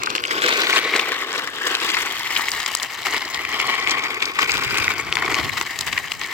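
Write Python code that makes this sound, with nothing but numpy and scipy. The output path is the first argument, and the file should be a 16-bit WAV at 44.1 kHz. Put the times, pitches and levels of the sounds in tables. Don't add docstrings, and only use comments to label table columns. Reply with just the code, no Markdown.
import sys
import numpy as np
from scipy import signal
from scipy.fft import rfft, irfft, next_fast_len
from scipy.io import wavfile
from scipy.ndimage import uniform_filter1d, map_coordinates

SR = 44100
rng = np.random.default_rng(int(sys.argv[2]) if len(sys.argv) > 2 else 0)


def dump(signal):
    limited = np.clip(np.atleast_2d(signal).T, -1, 1)
    pcm = np.round(limited * 32767).astype(np.int16)
    wavfile.write(sys.argv[1], SR, pcm)


N = 279153
TIME_S = np.arange(N) / SR

# t/s, level/dB
AIR_DB = [(0, -48), (1.3, -57.5), (2.2, -52.5), (3.0, -53.5), (3.7, -46), (4.3, -51), (4.6, -35.5),
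          (5.0, -42.5), (5.5, -35), (5.7, -49), (5.92, -39.5), (6.33, -53.5)]
# f/Hz, level/dB
RUMBLE_DB = [(15, -43), (55, -3.5), (95, 0.5), (150, -1), (190, -7), (260, -7), (550, -17.5), (2000, -64)]

# t/s, distance/m, heading/deg (0 tail to the microphone, 90 side-on, 180 nose to it)
PATH_M_DEG = [(0, 1.64, -160), (0.6, 1.53, -91.5), (1.0, 2.66, 4), (1.5, 3, 31), (2.0, 4, 61),
              (2.65, 7.1, 119), (3.2, 3.35, 109), (3.7, 5.1, 168), (4.25, 2.6, 217), (4.6, 3.65, 251),
              (5.23, 2, 350), (5.65, 5.1, 450), (6.0, 4.9, 457), (6.33, 4.9, 498)]
# t/s, lead of the left port/ms
BEARING_MS = [(0, -0.42), (.45, -0.28), (.75, -0.12), (1.05, 0.081), (1.4, 0.12), (1.95, 0.11),
              (3.15, -0.034), (4.35, -0.17), (4.95, -0.058), (5.6, 0.00091), (6.33, 0.0021)]
# t/s, delay/ms
ECHO_MS = [(0, 0.79), (0.55, 0.47), (1.1, 0.51), (1.65, 0.59), (1.88, 0.85), (2.15, 0.91), (2.55, 1.02),
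           (3.35, 0.98), (3.75, 0.94), (4.1, 0.844), (4.65, 0.79), (5.15, 0.89), (5.85, 1.05), (6.33, 0.96)]

# t/s, level/dB, centre f/Hz, spread/octaves (before SPREAD_SCALE), contact time/s
STONES = [(0.0217, -17, 2280, 0.22, 0.0002), (0.0343, -13, 3200, 0.88, 0.00071),
          (0.059, -17.5, 3680, 0.5, 0.0015), (0.069, -14, 1510, 0.39, 0.0023),
          (0.101, -16.5, 3240, 0.51, 0.0015), (0.1515, -11.5, 2630, 0.7, 0.0011),
          (0.158, -17, 2750, 0.71, 0.0028), (0.1815, -11.5, 2720, 0.16, 0.00032),
          (0.2386, -12, 2760, 0.39, 0.00056), (0.2507, -12, 2620, 0.18, 0.0014),
          (0.3082, -12.5, 2370, 0.63, 0.0039), (0.42, -12.5, 2870, 0.31, 0.00052),
          (0.4811, -10.5, 2200, 0.72, 0.0042), (0.6173, -12.5, 3900, 0.25, 0.001),
          (0.6693, -11, 2770, 0.43, 0.00079), (0.6958, -11.5, 1940, 1.04, 0.0023),
          (0.7277, -9.5, 2200, 0.3, 0.0016), (0.9368, -13, 2390, 0.14, 0.00088),
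          (0.9617, -14, 3080, 0.88, 0.0018), (0.9949, -10.5, 2800, 0.26, 0.0015),
          (1.1183, -12.5, 2400, 0.61, 0.0013), (1.3285, -20, 2720, 1.0, 0.0011),
          (1.473, -18, 2140, 0.73, 0.0015), (1.669, -14.5, 3500, 0.67, 0.0016),
          (1.7503, -9, 3220, 0.43, 0.00088), (1.901, -14, 3270, 0.5, 0.0011),
          (1.9671, -14, 1780, 0.46, 0.0036), (2.3612, -9, 2800, 0.35, 0.0031),
          (2.3939, -15.5, 1420, 0.6, 0.0013), (2.484, -13.5, 2590, 0.36, 0.0007),
          (2.5166, -13, 4800, 0.7, 0.00074), (2.6006, -16.5, 3060, 0.88, 0.0017),
          (2.6608, -13, 3000, 0.65, 0.001), (2.7497, -9, 6600, 0.99, 0.00095),
          (2.7989, -19, 3070, 0.39, 0.00088), (2.831, -14.5, 4040, 0.46, 0.00044),
          (3.067, -11, 1820, 0.7, 0.0012), (3.1437, -14, 1840, 0.75, 0.0018),
          (3.3438, -15.5, 3420, 0.51, 0.002), (3.45, -14, 2600, 0.52, 0.00093),
          (3.599, -10, 2340, 0.43, 0.0014), (3.8734, -12.5, 2780, 0.29, 0.00053),
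          (3.9077, -14, 4560, 0.46, 0.003), (4.2195, -11, 2870, 0.48, 0.0049),
          (4.254, -15.5, 4700, 0.33, 0.0014), (4.3882, -8, 2140, 0.55, 0.0026),
          (4.5178, -12, 4250, 0.56, 0.0008), (4.7686, -16, 2200, 0.13, 0.0024),
          (4.7804, -15, 3240, 1.1, 0.0022), (4.843, -13, 2730, 0.77, 0.0007),
          (4.8798, -4.5, 1930, 0.21, 0.00078), (5.1256, -7.5, 2800, 0.45, 0.00046),
          (5.1538, -13, 3200, 0.86, 0.0014), (5.1697, -9, 1510, 0.78, 0.00049),
          (5.2223, -12, 1880, 0.47, 0.002), (5.278, -15, 1930, 0.5, 0.0011),
          (5.3437, -9, 2540, 0.49, 0.00056), (5.4936, -17, 2240, 0.21, 0.0013),
          (5.5743, -20.5, 2030, 0.76, 0.0025), (5.6119, -11, 2580, 0.7, 0.00074),
          (5.7893, -14.5, 5200, 0.86, 0.00071), (5.8086, -14.5, 4340, 0.97, 0.0014),
          (5.9267, -14.5, 2720, 0.51, 0.0025), (5.9763, -11, 2230, 0.42, 0.0015),
          (6.1182, -14, 2840, 0.49, 0.0011), (6.2138, -17.5, 2200, 0.59, 0.0013)]
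# f/Hz, level/dB
STONE_COLOUR_DB = [(100, -11), (380, 20.5), (580, 2), (1100, 15.5), (1600, 4), (2100, 6), (3000, 0.5),
                   (5000, 4), (6000, 2.5), (7600, 6.5), (9200, -3.5), (11000, 0.5), (16000, -6)]

# t/s, level/dB
GRIND_DB = [(0.0, -29), (0.23, -27.5), (0.42, -22), (0.62, -18.5), (0.87, -27.5), (1.05, -27), (1.25, -27),
            (1.6, -29.5), (1.85, -20), (2.2, -25), (2.58, -23), (2.98, -28.5), (3.3, -26), (3.72, -26),
            (4.0, -25), (4.35, -28.5), (4.72, -26), (5.07, -29), (5.3, -24), (5.75, -27.5), (6.1, -31),
            (6.33, -27.5)]
# middle t/s, length at half the dB gain/s, gain/dB
BITES = [(0.474, 0.092, 4), (0.77, 0.047, 7.5), (0.952, 0.063, 9.5), (1.001, 0.028, 4.5),
         (1.084, 0.064, 5.5), (1.37, 0.055, 7.5), (1.692, 0.064, 7), (1.85, 0.036, 2), (1.97, 0.08, 1.5),
         (2.353, 0.082, 5), (2.678, 0.035, 4), (2.831, 0.026, 6), (3.07, 0.039, 7), (3.154, 0.054, 8.5),
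         (3.592, 0.13, 4.5), (3.726, 0.11, 5), (3.915, 0.072, 6), (4.042, 0.036, 4), (4.282, 0.054, 5.5),
         (4.422, 0.038, 10.5), (4.542, 0.087, 9), (4.643, 0.05, 6), (4.763, 0.076, 7), (4.865, 0.11, 5.5),
         (4.988, 0.057, 6), (5.183, 0.053, 2), (5.27, 0.042, 2.5), (5.32, 0.018, 2.5), (5.39, 0.048, 8),
         (5.58, 0.017, 6.5), (5.876, 0.021, 7), (5.97, 0.076, 4), (6.25, 0.035, 2)]
# t/s, shift of their resonances/Hz, ring of their edge/dB
SKID_HZ_DB = [(0, 450, -36), (0.55, 250, -5.5), (0.8, 60, -6), (1.05, 150, -7), (1.35, -130, -7.5),
              (1.9, -130, -8), (2.4, -0.5, -13.5), (3.3, 20, -15.5), (3.7, 90, -8.5), (4.3, 70, -14.5),
              (4.8, 171, -19), (5.2, 11.5, -14.5), (6.33, 10.5, -18)]

# f/Hz, width/Hz, level/dB
FRAME_MODES = [(340, 296, -6.5), (431.6, 94, 0), (488.5, 43, -2), (710, 260, -7.5)]
# f/Hz, width/Hz, level/dB
CAVITY_MODES = [(780, 230, -11), (1098, 67, 0), (1285, 210, -8)]
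# f/Hz, width/Hz, level/dB
RIM_MODES = [(1507, 135, 0)]
# f/Hz, width/Hz, level/dB
SLEEVE_MODES = [(1790, 280, -1.5), (2030, 303, 0), (2208, 168, -0.5), (3070, 156, -11)]
# f/Hz, width/Hz, level/dB
EDGE_MODES = [(3090, 960, 0)]
# f/Hz, level/dB
GRIT_DB = [(150, -29), (550, -14), (900, 2), (1600, -1), (2600, 4.5), (3200, -1), (4000, -1.5), (5000, -1),
           (5900, -10.5), (7300, -25), (8200, -44.5), (9200, -30), (16000, -41)]
# f/Hz, level/dB
DUST_DB = [(4000, -3), (6000, 3.5), (7300, 6), (8200, 4), (9200, -9), (10500, -3), (11300, -4.5),
           (12100, -0.5), (12900, -1), (13800, 0), (16000, -3.5)]

# tail-on at REFERENCE_M/dB, more side-on/dB, more behind the rider/dB,
# more towards the right flank/dB, change per doubling of distance/dB
FRAME_BEAM_DB = (-12.5, -4, 0, 0.8, -6)
CAVITY_BEAM_DB = (-7.5, -6, 2, 0.55, -3.05)
RIM_BEAM_DB = (-13.5, 0, -5.5, -2.5, -3)
SLEEVE_BEAM_DB = (-4.5, -0.6, 3, -1.1, -0.6)
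GRIT_BEAM_DB = (-9, 3, 1, 0, -1.3)
DUST_BEAM_DB = (-16, 2, -4.5, 0.7, 1.5)

# f/Hz, correlation/1
PORT_LIKENESS = [(300, 0.99), (1100, 0.84), (2100, 0.68), (4000, 0.51), (8000, 0.3), (14000, 0.27)]
# f/Hz, left minus right/dB
BALANCE_DB = [(100, -3), (450, 0.8), (800, 2), (1500, 4.5), (2000, 4), (2750, 6.5), (4500, 3.5),
              (7200, 5.5), (9200, -2.5), (12000, 9), (16000, 4.5)]

REFERENCE_M = 3
SHADOW_NARROWNESS = 7
ECHO_FALL = 0.17
BITE_STEEPNESS = 3.06
SKID_START_S, SKID_ONSET_S, ROLLING_DB = 0.67, 0.17, -7.5
FRAME_JOLT = 0.18
PATCHY_DB = 1.5
SPREAD_SCALE, MIN_CONTACT_S, STONE_TRIM_DB = 0.98, 0.0002, -1.5
PEAK, TOP_HZ = 0.95, 16000


def amp(db):
    return 10 ** (np.asarray(db) / 20)


def unit(x):
    return x / np.sqrt(np.mean(x ** 2) + 1e-20)


def steady(x):
    power = uniform_filter1d(np.mean(x ** 2, axis=0), size=SR // 2)
    return x / np.sqrt(np.abs(power) + 1e-20)


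def along(points, hz):
    f, v = np.transpose(points)
    return np.interp(np.log(hz + 1), np.log(f + 1), v)


def curves(rows):
    s, *cols = np.transpose(rows)
    return [np.interp(TIME_S, s, c) for c in cols]


def wobble(rate_hz):
    knots = rng.standard_normal(4096)
    smooth = signal.resample_poly(knots, 8, 1)
    return smooth[(TIME_S * rate_hz * 8).astype(int) % len(smooth)]


def filtered(x, response):
    n = x.shape[-1]
    m = next_fast_len(n)
    hz = np.fft.rfftfreq(m, 1 / SR)
    return irfft(rfft(x, m) * response(hz), m)[..., :n]


def port_noise():
    m = next_fast_len(N + 4096)
    hz = np.fft.rfftfreq(m, 1 / SR)
    alike = along(PORT_LIKENESS, hz)
    spectra = rng.standard_normal((2, 2 * len(hz))).view(complex)
    mid, side = spectra * np.sqrt([1 + alike, 1 - alike])
    return unit(irfft(np.array([mid + side, mid - side]), m))


def air():
    rumble = filtered(rng.standard_normal((2, N)), lambda hz: amp(along(RUMBLE_DB, hz)))
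    return amp(curves(AIR_DB)[0] + 1.9 * wobble(33)) * unit(rumble)


def aspect():
    distance_m, heading_deg = curves(PATH_M_DEG)
    turn = np.radians(heading_deg)
    side_on = np.sin(turn) ** 2
    hidden = np.abs(np.sin(turn / 2)) ** (2 * SHADOW_NARROWNESS)
    doublings = np.log2(distance_m / REFERENCE_M)
    return np.array([np.ones(N), side_on, hidden, np.sin(turn), doublings])


def delayed(x, samples):
    return map_coordinates(x, [np.arange(N) - samples], order=3)


def placed(x):
    half_lead = curves(BEARING_MS)[0] / 1000 * SR / 2
    return np.array([delayed(x[0], -half_lead), delayed(x[1], half_lead)])


def reflected(x, share):
    echo_time_s = TIME_S - curves(ECHO_MS)[0] / 1000
    late = np.array([np.interp(echo_time_s, TIME_S, port) for port in x])
    gain = share * (REFERENCE_M / curves(PATH_M_DEG)[0]) ** ECHO_FALL
    return (x + gain * late) / np.sqrt(1 + gain ** 2)


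def surge():
    total_db = np.zeros(N)
    for middle_s, length_s, gain_db in BITES:
        offset = np.abs(2 * (TIME_S - middle_s) / length_s)
        total_db += gain_db / (1 + offset ** BITE_STEEPNESS)
    return total_db


def effort():
    return curves(GRIND_DB)[0] + surge()


def crunches(rows):
    size, lead = 2048, 128
    t = np.maximum(np.arange(size) - lead, 0) / SR
    noise = port_noise()
    out = np.zeros_like(noise)
    for s, db, pitch_hz, spread, contact_s in rows:
        start = round(s * SR)
        span = slice(start, start + size)
        u = t / max(contact_s, MIN_CONTACT_S)
        shiver = amp(-60 * t / 0.032) * (1 - np.exp(-u))
        jerks_db = 2.5 * np.repeat(rng.standard_normal(size // 16), 16)
        crunch = (u * np.exp(1 - u) + 0.087 * shiver) * amp(jerks_db)

        def colour(hz):
            offset = np.log2((hz + 1) / pitch_hz) / (SPREAD_SCALE * spread)
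            return amp(along(STONE_COLOUR_DB, hz)) / (1 + offset ** 2)

        hit = filtered(crunch * noise[:, span], colour)
        loudest = uniform_filter1d(np.mean(hit ** 2, axis=0), size=88).max()
        out[:, span] += amp(db) * hit / np.sqrt(loudest)
    return out[:, lead:lead + N]


def chippings(count, level_db, range_db, pitch_hz, scatter_octaves, spread, contact_s):
    when, size, length = rng.random((count, 3)).T
    octave = scatter_octaves * np.clip(rng.standard_normal(count), -2, 2)
    force_db = effort()[(when * N).astype(int)]
    db = force_db + level_db + range_db * size ** 2 - 4 * np.abs(octave)
    contacts_s = contact_s * (.5 + length)
    return np.column_stack([when * N / SR, db, pitch_hz * 2 ** octave, np.full(count, spread), contacts_s])


def stones():
    loose = chippings(count=230, level_db=-0.8, range_db=5.0, pitch_hz=3090,
                      scatter_octaves=0.57, spread=0.34, contact_s=0.00069)
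    sand = chippings(count=110, level_db=-12, range_db=10, pitch_hz=8500,
                     scatter_octaves=0.3, spread=0.64, contact_s=0.00038)
    hits = crunches(np.vstack([STONES, loose, sand]))
    return amp(STONE_TRIM_DB) * reflected(hits, share=0.18)


def contacts(rate_hz, scatter_db, life_s):
    when, draw = rng.random((int(rate_hz * N / SR), 2)).T
    size = np.minimum(-np.log(1 - draw), 4.2)
    blows = np.bincount((when * N).astype(int), amp(scatter_db * size) ** 2, N)
    fade = np.exp(-1 / (life_s * SR))
    power = signal.lfilter([1], [1, -fade], blows)
    return power / power.mean()


def ringing(modes):
    centre_hz = np.mean([hz for hz, width, db in modes])

    def band(f, hz, width):
        return 1j * f * width / (hz * hz - f * f + 1j * f * width)

    def response(f):
        total = sum((-1) ** k * amp(db) * band(f, hz, width) for k, (hz, width, db) in enumerate(modes))
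        return band(f, centre_hz, centre_hz) * total

    return response


def glided(x, shift_hz):
    analytic = signal.hilbert(x, next_fast_len(N))[:, :N]
    return np.real(analytic * np.exp(2j * np.pi * np.cumsum(shift_hz) / SR))


def patchy(x):
    z = signal.stft(x, nperseg=256)[2]
    field = rng.standard_normal(z.shape[1:])
    field = uniform_filter1d(field, size=5, axis=0)
    field = uniform_filter1d(field, size=7, axis=1)
    mean_power_db = PATCHY_DB ** 2 * np.log(10) / 20
    gain = amp(PATCHY_DB * unit(field) - mean_power_db)
    return signal.istft(z * gain, nperseg=256)[1][:, :N]


def grinding():
    chatter_db = 1.74 * wobble(55)
    force_db = effort() + chatter_db
    beams = np.array([FRAME_BEAM_DB, CAVITY_BEAM_DB, RIM_BEAM_DB,
                      SLEEVE_BEAM_DB, GRIT_BEAM_DB, DUST_BEAM_DB])
    frame_db, cavity_db, rim_db, sleeve_db, grit_db, dust_db = beams @ aspect()
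    rolling = np.clip(.5 - (TIME_S - SKID_START_S) / SKID_ONSET_S, 0, 1)
    shift_hz, edge_db = curves(SKID_HZ_DB)
    shared = contacts(rate_hz=600, scatter_db=2.5, life_s=0.0014)

    def part(response, level_db, bounce, grainy=0.82, own=0.35):
        own_impacts = contacts(rate_hz=530, scatter_db=6.0, life_s=0.00094)
        impacts = (1 - own) * shared + own * own_impacts
        drive = np.sqrt(1 - grainy + grainy * impacts) * port_noise()[:, :N]
        sound = reflected(filtered(drive, response), bounce)
        return amp(force_db + level_db) * steady(sound)

    frame = part(ringing(FRAME_MODES), frame_db + FRAME_JOLT * surge(), bounce=0.63, grainy=0.78)
    cavity = part(ringing(CAVITY_MODES), cavity_db, bounce=0.11)
    rim = part(ringing(RIM_MODES), rim_db, bounce=0.68)
    sleeve = part(ringing(SLEEVE_MODES), sleeve_db + ROLLING_DB * rolling, bounce=0.38)
    sleeve = glided(sleeve, shift_hz)
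    edge = part(ringing(EDGE_MODES), edge_db, bounce=0.18)
    grit = part(lambda hz: amp(along(GRIT_DB, hz)), grit_db, bounce=0.27, own=0.38)
    dust = part(lambda hz: amp(along(DUST_DB, hz)), dust_db, bounce=0.044, grainy=0.96, own=0.43)
    return frame, cavity + rim + patchy(sleeve + edge + grit) + dust


def scene():
    frame, wheels = grinding()
    return frame + placed(wheels + stones()) + air()


def record(dry):
    def ports(hz):
        balance_db = along(BALANCE_DB, hz)
        gains = amp(np.array([balance_db, -balance_db]) / 2)
        return gains / np.sqrt(np.mean(gains ** 2, axis=0))

    x = filtered(dry, ports)
    x = x / (1 + np.abs(x / PEAK) ** 6) ** (1 / 6)
    return filtered(x, lambda hz: hz < TOP_HZ)


dry = scene()
out = record(dry)
dump(out)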